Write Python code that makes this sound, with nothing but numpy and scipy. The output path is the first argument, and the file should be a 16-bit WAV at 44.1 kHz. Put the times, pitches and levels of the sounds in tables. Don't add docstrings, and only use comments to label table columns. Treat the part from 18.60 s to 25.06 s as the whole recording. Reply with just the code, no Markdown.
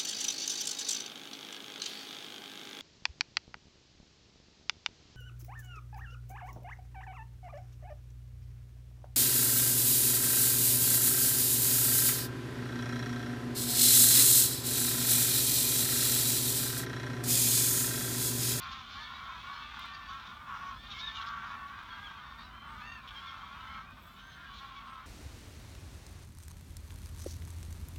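import sys
import numpy as np
from scipy import signal
from scipy.fft import rfft, irfft
from scipy.io import wavfile
from scipy.ndimage import uniform_filter1d

SR = 44100
rng = np.random.default_rng(int(sys.argv[2]) if len(sys.argv) > 2 else 0)


def master_out(mix):
    frames = np.transpose(np.atleast_2d(mix))
    ceiling = np.clip(frames, -1, 1)
    pcm = np.round(ceiling * 32767).astype(np.int16)
    wavfile.write(sys.argv[1], SR, pcm)


N = 284886
CHEST_WIDTH_HZ, BEAK_WIDTH_HZ = 380, 720


def undb(db):
    return 10 ** (np.asarray(db) / 20)


def level(x, db):
    return x * undb(db) / np.sqrt(np.mean(x ** 2))


def ring(x, hz, width_hz):
    b, a = signal.iirpeak(hz, hz / width_hz, fs=SR)
    return signal.lfilter(b, a, signal.lfilter(b, a, x))


def highpass(x, hz, order):
    return signal.sosfilt(signal.butter(order, hz, "high", fs=SR, output="sos"), x)


def walk(rate_hz, size):
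    hold = max(int(SR / rate_hz), 2)
    steps = np.repeat(rng.standard_normal(size // hold + 1), hold)
    return 1.217 * uniform_filter1d(steps, hold)[:size]


def coloured(points, db):
    hz, gain_db = np.transpose(points)
    bins = np.maximum(np.fft.rfftfreq(N, 1 / SR), 1)
    gain = undb(np.interp(np.log(bins), np.log(hz), gain_db))
    return level(irfft(rfft(rng.standard_normal(N)) * gain, N), db)


def add(track, onset, sound):
    i = int(onset * SR)
    part = sound[max(-i, 0):max(N - i, 0)]
    track[max(i, 0):max(i, 0) + len(part)] += part


def noise_floor():
    # f/Hz, relative level/dB
    rumble_spectrum = [(15, -48), (25, -30), (39, -3), (59, 1), (141, -9.5), (237, -9.5), (305, -20),
                       (397, -26), (505, -32.5), (600, -22.5), (780, -19), (1320, -120)]
    # f/Hz, relative level/dB
    hiss_spectrum = [(500, 5), (3000, -6.5), (7600, -11), (9400, -11), (10400, -16), (13500, -10),
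                     (16500, -14), (18000, -14)]
    hum = level(ring(rng.standard_normal(N), hz=48.5, width_hz=7.1), db=-64)
    rumble = coloured(rumble_spectrum, db=-56.5) * undb(.7 * walk(3, N))
    hiss = coloured(hiss_spectrum, db=-68) * undb(.8 * walk(12, N))
    whine = level(np.sin(2 * np.pi * 14000 * np.arange(N) / SR), db=-95)
    return rumble + hum + hiss + whine


def ticks():
    # t/s, nominal peak level/dB
    cracks = [(1.194, -37), (1.257, -44), (3.2321, -48), (4.3879, -56), (4.4837, -49), (5.3078, -48),
              (5.524, -52), (5.573, -55), (5.671, -50), (5.7643, -53)]
    out, t = np.zeros(N), np.arange(SR // 20) / SR
    decay = np.exp(-t / .0017) + .16 * np.exp(-t / .012)
    for onset, db in cracks:
        add(out, onset, undb(db - 14.5) * rng.standard_normal(len(t)) * decay)
    return highpass(out, 5000, order=2)


def seeps():
    # t/s, duration/s, start f/Hz, end f/Hz, width/Hz, level before the fade/dB
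    glides = [(0.838, 0.1, 8140, 8060, 300, -82), (0.906, .05, 12500, 12400, 700, -82),
              (1.06, 0.13, 8160, 8150, 400, -82), (1.204, 0.11, 8400, 8100, 500, -80),
              (1.395, .05, 12600, 12600, 700, -82), (2.67, .05, 15200, 15200, 607, -77),
              (2.93, .03, 15000, 15000, 600, -81), (4.056, .12, 8460, 8200, 910, -78),
              (5.347, 0.27, 13700, 13200, 6000, -75.5), (5.364, 0.16, 7950, 7750, 450, -80),
              (5.415, 0.045, 14900, 15000, 1200, -70), (5.42, .018, 13000, 13000, 2500, -73),
              (5.465, 0.03, 14600, 15000, 1200, -70), (5.462, .022, 13000, 13000, 2500, -72),
              (5.47, .07, 12700, 12700, 600, -80), (5.49, 0.1, 7200, 7200, 500, -82),
              (6.258, 0.11, 8460, 8700, 810, -76)]
    out = np.zeros(N)
    for onset, length, start_hz, end_hz, width_hz, db in glides:
        u = np.arange(int(length * SR)) / (length * SR)
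        tone = np.sin(2 * np.pi * np.cumsum(start_hz + (end_hz - start_hz) * u) / SR)
        fade = np.sqrt(np.sin(np.pi * u))
        add(out, onset, level(tone * walk(width_hz, len(u)), db) * fade)
    return out


def tree_echo(x, t60_s=.4, delay_s=.012, db=-12):
    t = np.arange(SR // 2) / SR
    tail = rng.standard_normal(len(t)) * 1000 ** (-t / t60_s) * (t > delay_s)
    return undb(db) * signal.fftconvolve(x, tail / np.sqrt(np.sum(tail ** 2)))[:N]


def syrinx(length, hz, rise, sag, jitter, shimmer, taper):
    u = np.arange(int(length * SR)) / (length * SR)
    arch = hz * (1 - rise * (1 - u) * (1 - 2 * u) - sag * u * (2 * u - 1))
    pitch = arch * (1 + jitter * walk(89.14, len(u)))
    half_phase = np.pi * np.cumsum(pitch) / SR + 1e-3
    harmonics = int(7400 / hz)
    pulses = (np.sin((2 * harmonics + 1) * half_phase) / np.sin(half_phase) - 1) / np.sqrt(2)
    return pulses * (1 + shimmer * walk(300, len(u))) * np.sin(np.pi * u) ** taper


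def chorus(formants, low_hz, high_hz, mean_s, arch, jitter, shimmer, count):
    calls = np.zeros(N)
    for k, (late, pitch, stretch, sag, loud) in enumerate(rng.random((count, 5))):
        hz = low_hz * (high_hz / low_hz) ** pitch
        pulses = syrinx(mean_s * (.5 + stretch), hz, arch / 2, arch * sag, jitter, shimmer, taper=.073)
        onset = (k + late) / count * (N / SR + .4) - .3
        add(calls, onset, pulses * np.sqrt(hz) * undb(6.3 * loud))
    crowd = sum(undb(db) * ring(calls, hz, width) for hz, width, db in formants)
    return crowd / np.sqrt(uniform_filter1d(crowd ** 2, size=SR // 8))


def far_geese():
    # t/s, chest band level/dB, beak band level/dB
    contour = [(0, -40, -45.5), (.13, -46, -47), (.27, -53, -49.5), (.38, -45.5, -49), (.62, -45, -51),
               (.9, -43.5, -49), (1.07, -45.5, -51), (1.2, -42, -46.5), (1.42, -48.5, -53.5),
               (1.71, -46.5, -53.5), (1.82, -50.5, -60), (1.91, -41, -58), (2.12, -46, -53.5),
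               (2.19, -57, -58), (2.32, -46.5, -45.5), (2.53, -45.5, -48.5), (2.58, -46, -50),
               (2.72, -45, -55.5), (2.93, -42.5, -57.5), (3.03, -44, -60.5), (3.3, -45.5, -54.5),
               (3.72, -47.5, -58), (3.98, -49, -63.5), (4.1, -46, -59), (4.2, -47, -55.5),
               (4.41, -48.5, -60), (4.6, -46.5, -53), (5.2, -46, -57), (5.28, -52.5, -63),
               (5.37, -53.5, -61), (5.7, -56, -58.5), (6.03, -50.5, -54.5), (6.46, -49.5, -60)]
    # f/Hz, width/Hz, relative level/dB
    chest_formants = [(1110, 580, 15), (1122, 220, -3), (1357, 198, 6)]
    throat_formants = [(2337, 570, -0.5), (5770, 400, -19.5)]
    beak_formants = [(3335, 1320, 37), (4270, 3900, -27), (6000, 1800, -75)]
    yelp_formants = [(3430, 910, 2.5), (4200, 1000, -16), (1720, 320, 0)]
    times, *bands = np.transpose(contour)
    chest_db, beak_db = (np.interp(np.arange(N) / SR, times, band) for band in bands)
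    honking = chorus(chest_formants, 210, 420, .095, arch=.1009, jitter=.0041, shimmer=.49, count=200)
    mixed = chorus(throat_formants, 250, 1150, .1, arch=.12, jitter=.0045, shimmer=.24, count=200)
    hoarse = chorus(beak_formants, 250, 620, .08, arch=.0615, jitter=.01227, shimmer=.25, count=320)
    yelping = chorus(yelp_formants, 840, 1250, .09, arch=.13, jitter=.003, shimmer=.25, count=110)
    return (undb(chest_db - 3) * honking + undb((chest_db + beak_db) / 2 - 10) * mixed
            + undb(beak_db - 5) * hoarse + undb(beak_db - 9) * yelping)


def cackles(crest_db=8.5):
    # t/s, nominal peak level/dB, beak f/Hz, duration/s, fundamental f/Hz
    calls = [(.009, -48, 4050, 0.054, 231), (0.107, -45, 4070, 0.04, 236.6), (0.174, -58, 5050, 0.049, 225),
             (0.283, -47.5, 3850, 0.17, 228.3), (0.528, -51.5, 3900, 0.048, 236),
             (1.186, -51, 3500, 0.091, 231), (1.331, -49, 4480, 0.029, 230),
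             (1.477, -49, 3530, 0.083, 232.3), (1.571, -53, 3420, 0.073, 226),
             (1.636, -50.5, 3600, 0.077, 229), (1.924, -62, 5440, 0.16, 266),
             (2.048, -61, 5700, 0.073, 267), (2.292, -41, 3600, 0.05, 234), (2.38, -44, 4200, 0.04, 232),
             (2.545, -41, 3600, 0.052, 225.3), (2.606, -41, 3600, 0.026, 229),
             (2.657, -43.5, 3750, 0.038, 232), (2.838, -54, 3950, 0.11, 227),
             (3.073, -55, 3580, 0.028, 230), (3.168, -55, 3600, 0.037, 228.4),
             (3.477, -51, 3240, 0.041, 213), (3.773, -54, 3920, 0.078, 311), (3.817, -61, 4660, 0.054, 450),
             (4.467, -44, 3220, 0.051, 226.3), (4.955, -53, 2820, 0.1, 230.5), (5.18, -70, 5460, 0.06, 232),
             (5.56, -52.5, 2870, 0.068, 230), (5.714, -54, 3600, 0.038, 230), (5.929, -47, 3360, 0.08, 314),
             (6.158, -53, 3400, 0.049, 225)]
    out = np.zeros(N)
    decay = np.exp(-np.arange(SR // 100) / SR / .003)
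    for onset, db, beak_hz, length, hz in calls:
        pulses = syrinx(length, hz, rise=.0397, sag=.0397, jitter=.015, shimmer=.45, taper=.6)
        scattered = np.convolve(pulses, rng.standard_normal(len(decay)) * decay)
        voice = ring(scattered, beak_hz, 1100) + undb(-17) * ring(scattered, 5000, 1000)
        add(out, onset, level(voice, db - crest_db))
    return out


def honks():
    # t/s, duration/s, fundamental f/Hz, chest f/Hz, chest gain/dB
    calls = [(.025, .08, 275, 1300, -46), (.345, .07, 276, 1100, -49), (.5, .06, 275, 1100, -49),
             (.66, .07, 268, 1080, -50), (.895, .075, 280, 1150, -49), (2.548, .085, 224, 1170, -44.5),
             (5.15, .075, 265, 1300, -48), (.061, .173, 267, 1150, -48), (.227, .174, 286, 1250, -52),
             (.466, .29, 369, 1200, -51), (.596, .163, 266, 1200, -50), (.831, .23, 377, 1200, -50),
             (1.148, .304, 388, 1150, -51), (1.5, .14, 270, 1330, -49), (1.465, .125, 372, 1120, -45),
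             (1.629, .112, 361, 1250, -52), (1.689, .251, 300, 1200, -52), (1.87, .1, 282, 1180, -45),
             (1.9, .08, 264, 1200, -48), (1.97, .18, 372, 1130, -47), (2.092, .089, 264, 1150, -48),
             (2.225, .22, 350, 1250, -56), (2.61, .2, 231, 1220, -44.5), (2.6, .3, 386, 1500, -53),
             (2.64, .12, 314, 1270, -50), (2.815, .07, 232, 1230, -43), (2.89, .075, 278, 1200, -44),
             (2.971, .189, 375, 1250, -50), (3.11, .13, 398, 1520, -53), (3.278, .075, 227, 1450, -49),
             (3.33, .22, 406, 1500, -51), (3.474, .099, 382, 1250, -55), (3.57, .112, 300, 1300, -53),
             (3.632, .159, 362, 1150, -55), (4.004, .133, 278, 1250, -54), (4.147, .091, 251, 1250, -51),
             (4.506, .101, 408, 1500, -55), (4.614, .144, 227, 1300, -51), (4.722, .182, 262, 1200, -52),
             (4.793, .189, 370, 1100, -58), (4.984, .212, 265, 1300, -51), (5.18, .159, 396, 1400, -56),
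             (5.464, .235, 271, 1200, -60), (5.6, .13, 263, 1560, -59), (5.73, .16, 350, 1600, -58),
             (5.748, .112, 234, 1500, -56), (5.83, .07, 270, 1500, -53), (5.84, .16, 374, 1130, -55),
             (6.0, .065, 275, 1110, -50), (6.09, .06, 266, 1080, -51), (6.13, .11, 373, 1120, -53),
             (6.235, .07, 364, 1100, -52), (6.315, .1, 328, 1300, -54), (6.261, .148, 267, 1150, -51)]
    out = np.zeros(N)
    for onset, length, hz, chest_hz, db in calls:
        pulses = syrinx(length, hz, rise=.0253, sag=.03, jitter=.007, shimmer=.35, taper=.2)
        chest = ring(pulses, chest_hz, CHEST_WIDTH_HZ)
        beak = undb(-20.5) * ring(pulses, 3120, BEAK_WIDTH_HZ)
        upper_harmonics = undb(-36.5) * ring(pulses, 4700, 1540)
        add(out, onset, undb(db) * (chest + beak + upper_harmonics))
    return out


def yelp(length, start_hz, mid_hz, end_hz, formants, air_db_per_khz=-2.5):
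    u = np.arange(int(length * SR)) / (length * SR)
    bulge_hz = (mid_hz - (start_hz + end_hz) / 2) * (1 - np.abs(2 * u - 1) ** 2.4)
    pitch = (start_hz + (end_hz - start_hz) * u + bulge_hz) * (1 + .004 * walk(55, len(u)))
    k = np.arange(1, 9)[:, None]
    f = k * pitch
    power = sum(undb(db) ** 2 / (1 + ((f - hz ** 2 / f) / width) ** 2) ** 3 for hz, width, db in formants)
    air_gain = undb(air_db_per_khz * np.maximum(f - 4000, 0) / 1000)
    tones = np.sqrt(2 * power) * air_gain * np.sin(k * 2 * np.pi * np.cumsum(pitch) / SR)
    effort = np.sin(np.pi * u ** 1.1) ** (.33 + .007 * k ** 2.5) * undb(2 * walk(30, len(u)))
    shimmer = 1 + .3 * walk(250, len(u))
    return (tones * effort).sum(axis=0) * shimmer


def yelps():
    # t/s, duration/s, fundamental f/Hz at start, middle and end, second harmonic level/dB,
    # beak f/Hz, beak level/dB, overtone f/Hz, overtone level/dB (levels at resonance, before absorption)
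    calls = [(.105, .055, 990, 975, 950, -66, 3900, -57, 4900, -63),
             (.3, .1, 1200, 1190, 1130, -66, 3600, -59, 4800, -63),
             (.375, .123, 852, 874, 898, -52.5, 3500, -59, 4400, -63),
             (.395, .088, 1125, 1185, 1050, -66, 3480, -51.5, 4600, -67),
             (.5, .1, 930, 960, 985, -66, 3850, -58, 4800, -68),
             (.89, .175, 839, 864, 870, -62, 4320, -60, 5200, -66),
             (.98, .15, 880, 875, 860, -64, 3500, -58, 2620, -60),
             (1.226, .072, 1056, 1019, 986, -68, 4080, -60, 5100, -72),
             (1.238, .294, 904, 897, 851, -57, 2690, -65.3, 5350, -74),
             (1.429, .103, 902, 915, 926, -72, 4580, -62, 5500, -76),
             (2.135, .15, 790, 885, 900, -58, 3560, -56, 4850, -58),
             (2.33, .092, 1100, 1085, 1190, -49, 3260, -60, 5450, -64),
             (2.39, .122, 1130, 1250, 1075, -62, 3600, -38.5, 6240, -63),
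             (2.418, .114, 866, 885, 895, -49.4, 3540, -60.6, 5300, -66),
             (2.5, .09, 1205, 1231, 1222, -65, 3690, -53, 6150, -72),
             (2.54, .065, 1020, 965, 895, -69, 2880, -51, 3800, -62),
             (2.899, .177, 887, 892, 885, -55.8, 2680, -63, 3570, -68),
             (3.13, .09, 1250, 1150, 1060, -75, 3450, -65, 4600, -72),
             (3.297, .075, 1081, 1093, 1082, -68, 3260, -56, 4370, -68),
             (3.428, .056, 1110, 1125, 1000, -66, 3250, -50.5, 6600, -72),
             (3.548, .055, 1110, 1075, 1025, -72, 3100, -59, 4300, -72),
             (3.61, .15, 890, 910, 890, -64, 3630, -63, 5000, -64),
             (3.771, .071, 915, 917, 929, -61.3, 3670, -60, 4600, -68),
             (3.83, .065, 1330, 1300, 1210, -70, 3850, -63, 5200, -72),
             (3.9, .21, 975, 1037, 1000, -65.5, 3110, -58, 4100, -72),
             (4.19, .225, 780, 916, 815, -51.5, 2750, -53, 6400, -66),
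             (4.532, .08, 1089, 1069, 1067, -64, 3210, -52.5, 5350, -68),
             (4.6, .045, 1060, 1050, 1010, -72, 3150, -70, 5200, -71),
             (4.643, .09, 1082, 1081, 1086, -58.9, 3240, -59.4, 5410, -66),
             (4.65, .06, 1170, 1150, 980, -66, 3350, -51.5, 4500, -72),
             (5.067, .106, 1013, 1016, 992, -62, 3050, -59, 5080, -72),
             (5.088, .13, 1072, 1077, 1077, -55, 3230, -61, 4300, -72),
             (5.27, .07, 1225, 1230, 1215, -62, 3690, -74, 4900, -80),
             (5.545, .261, 722, 785, 736, -61, 3140, -70, 6280, -66),
             (5.85, .1, 975, 990, 1030, -70, 3000, -61, 4000, -72),
             (6.027, .071, 976, 979, 958, -75, 3920, -64, 4900, -74),
             (6.15, .07, 1157, 1120, 1101, -61.7, 3360, -68, 4500, -76)]
    out = np.zeros(N)
    for onset, length, start_hz, mid_hz, end_hz, second_db, beak_hz, beak_db, top_hz, top_db in calls:
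        formants = [(2 * mid_hz, CHEST_WIDTH_HZ, second_db),
                    (4000, 1800, min(second_db, beak_db) - 8),
                    (beak_hz, BEAK_WIDTH_HZ, beak_db),
                    (top_hz, BEAK_WIDTH_HZ, top_db)]
        add(out, onset, yelp(length, start_hz, mid_hz, end_hz, formants))
    return out


def scene():
    geese = honks() + yelps() + cackles() + far_geese()
    geese = highpass(geese + tree_echo(geese), 900, order=4)
    return (geese + seeps() + ticks() + noise_floor())[None]


def record(dry, low_hz=42, top_hz=17170):
    lowpass = signal.ellip(10, .2, 70, top_hz, fs=SR, output="sos")
    return signal.sosfilt(lowpass, highpass(dry, low_hz, order=4))


dry = scene()
out = record(dry)
master_out(out)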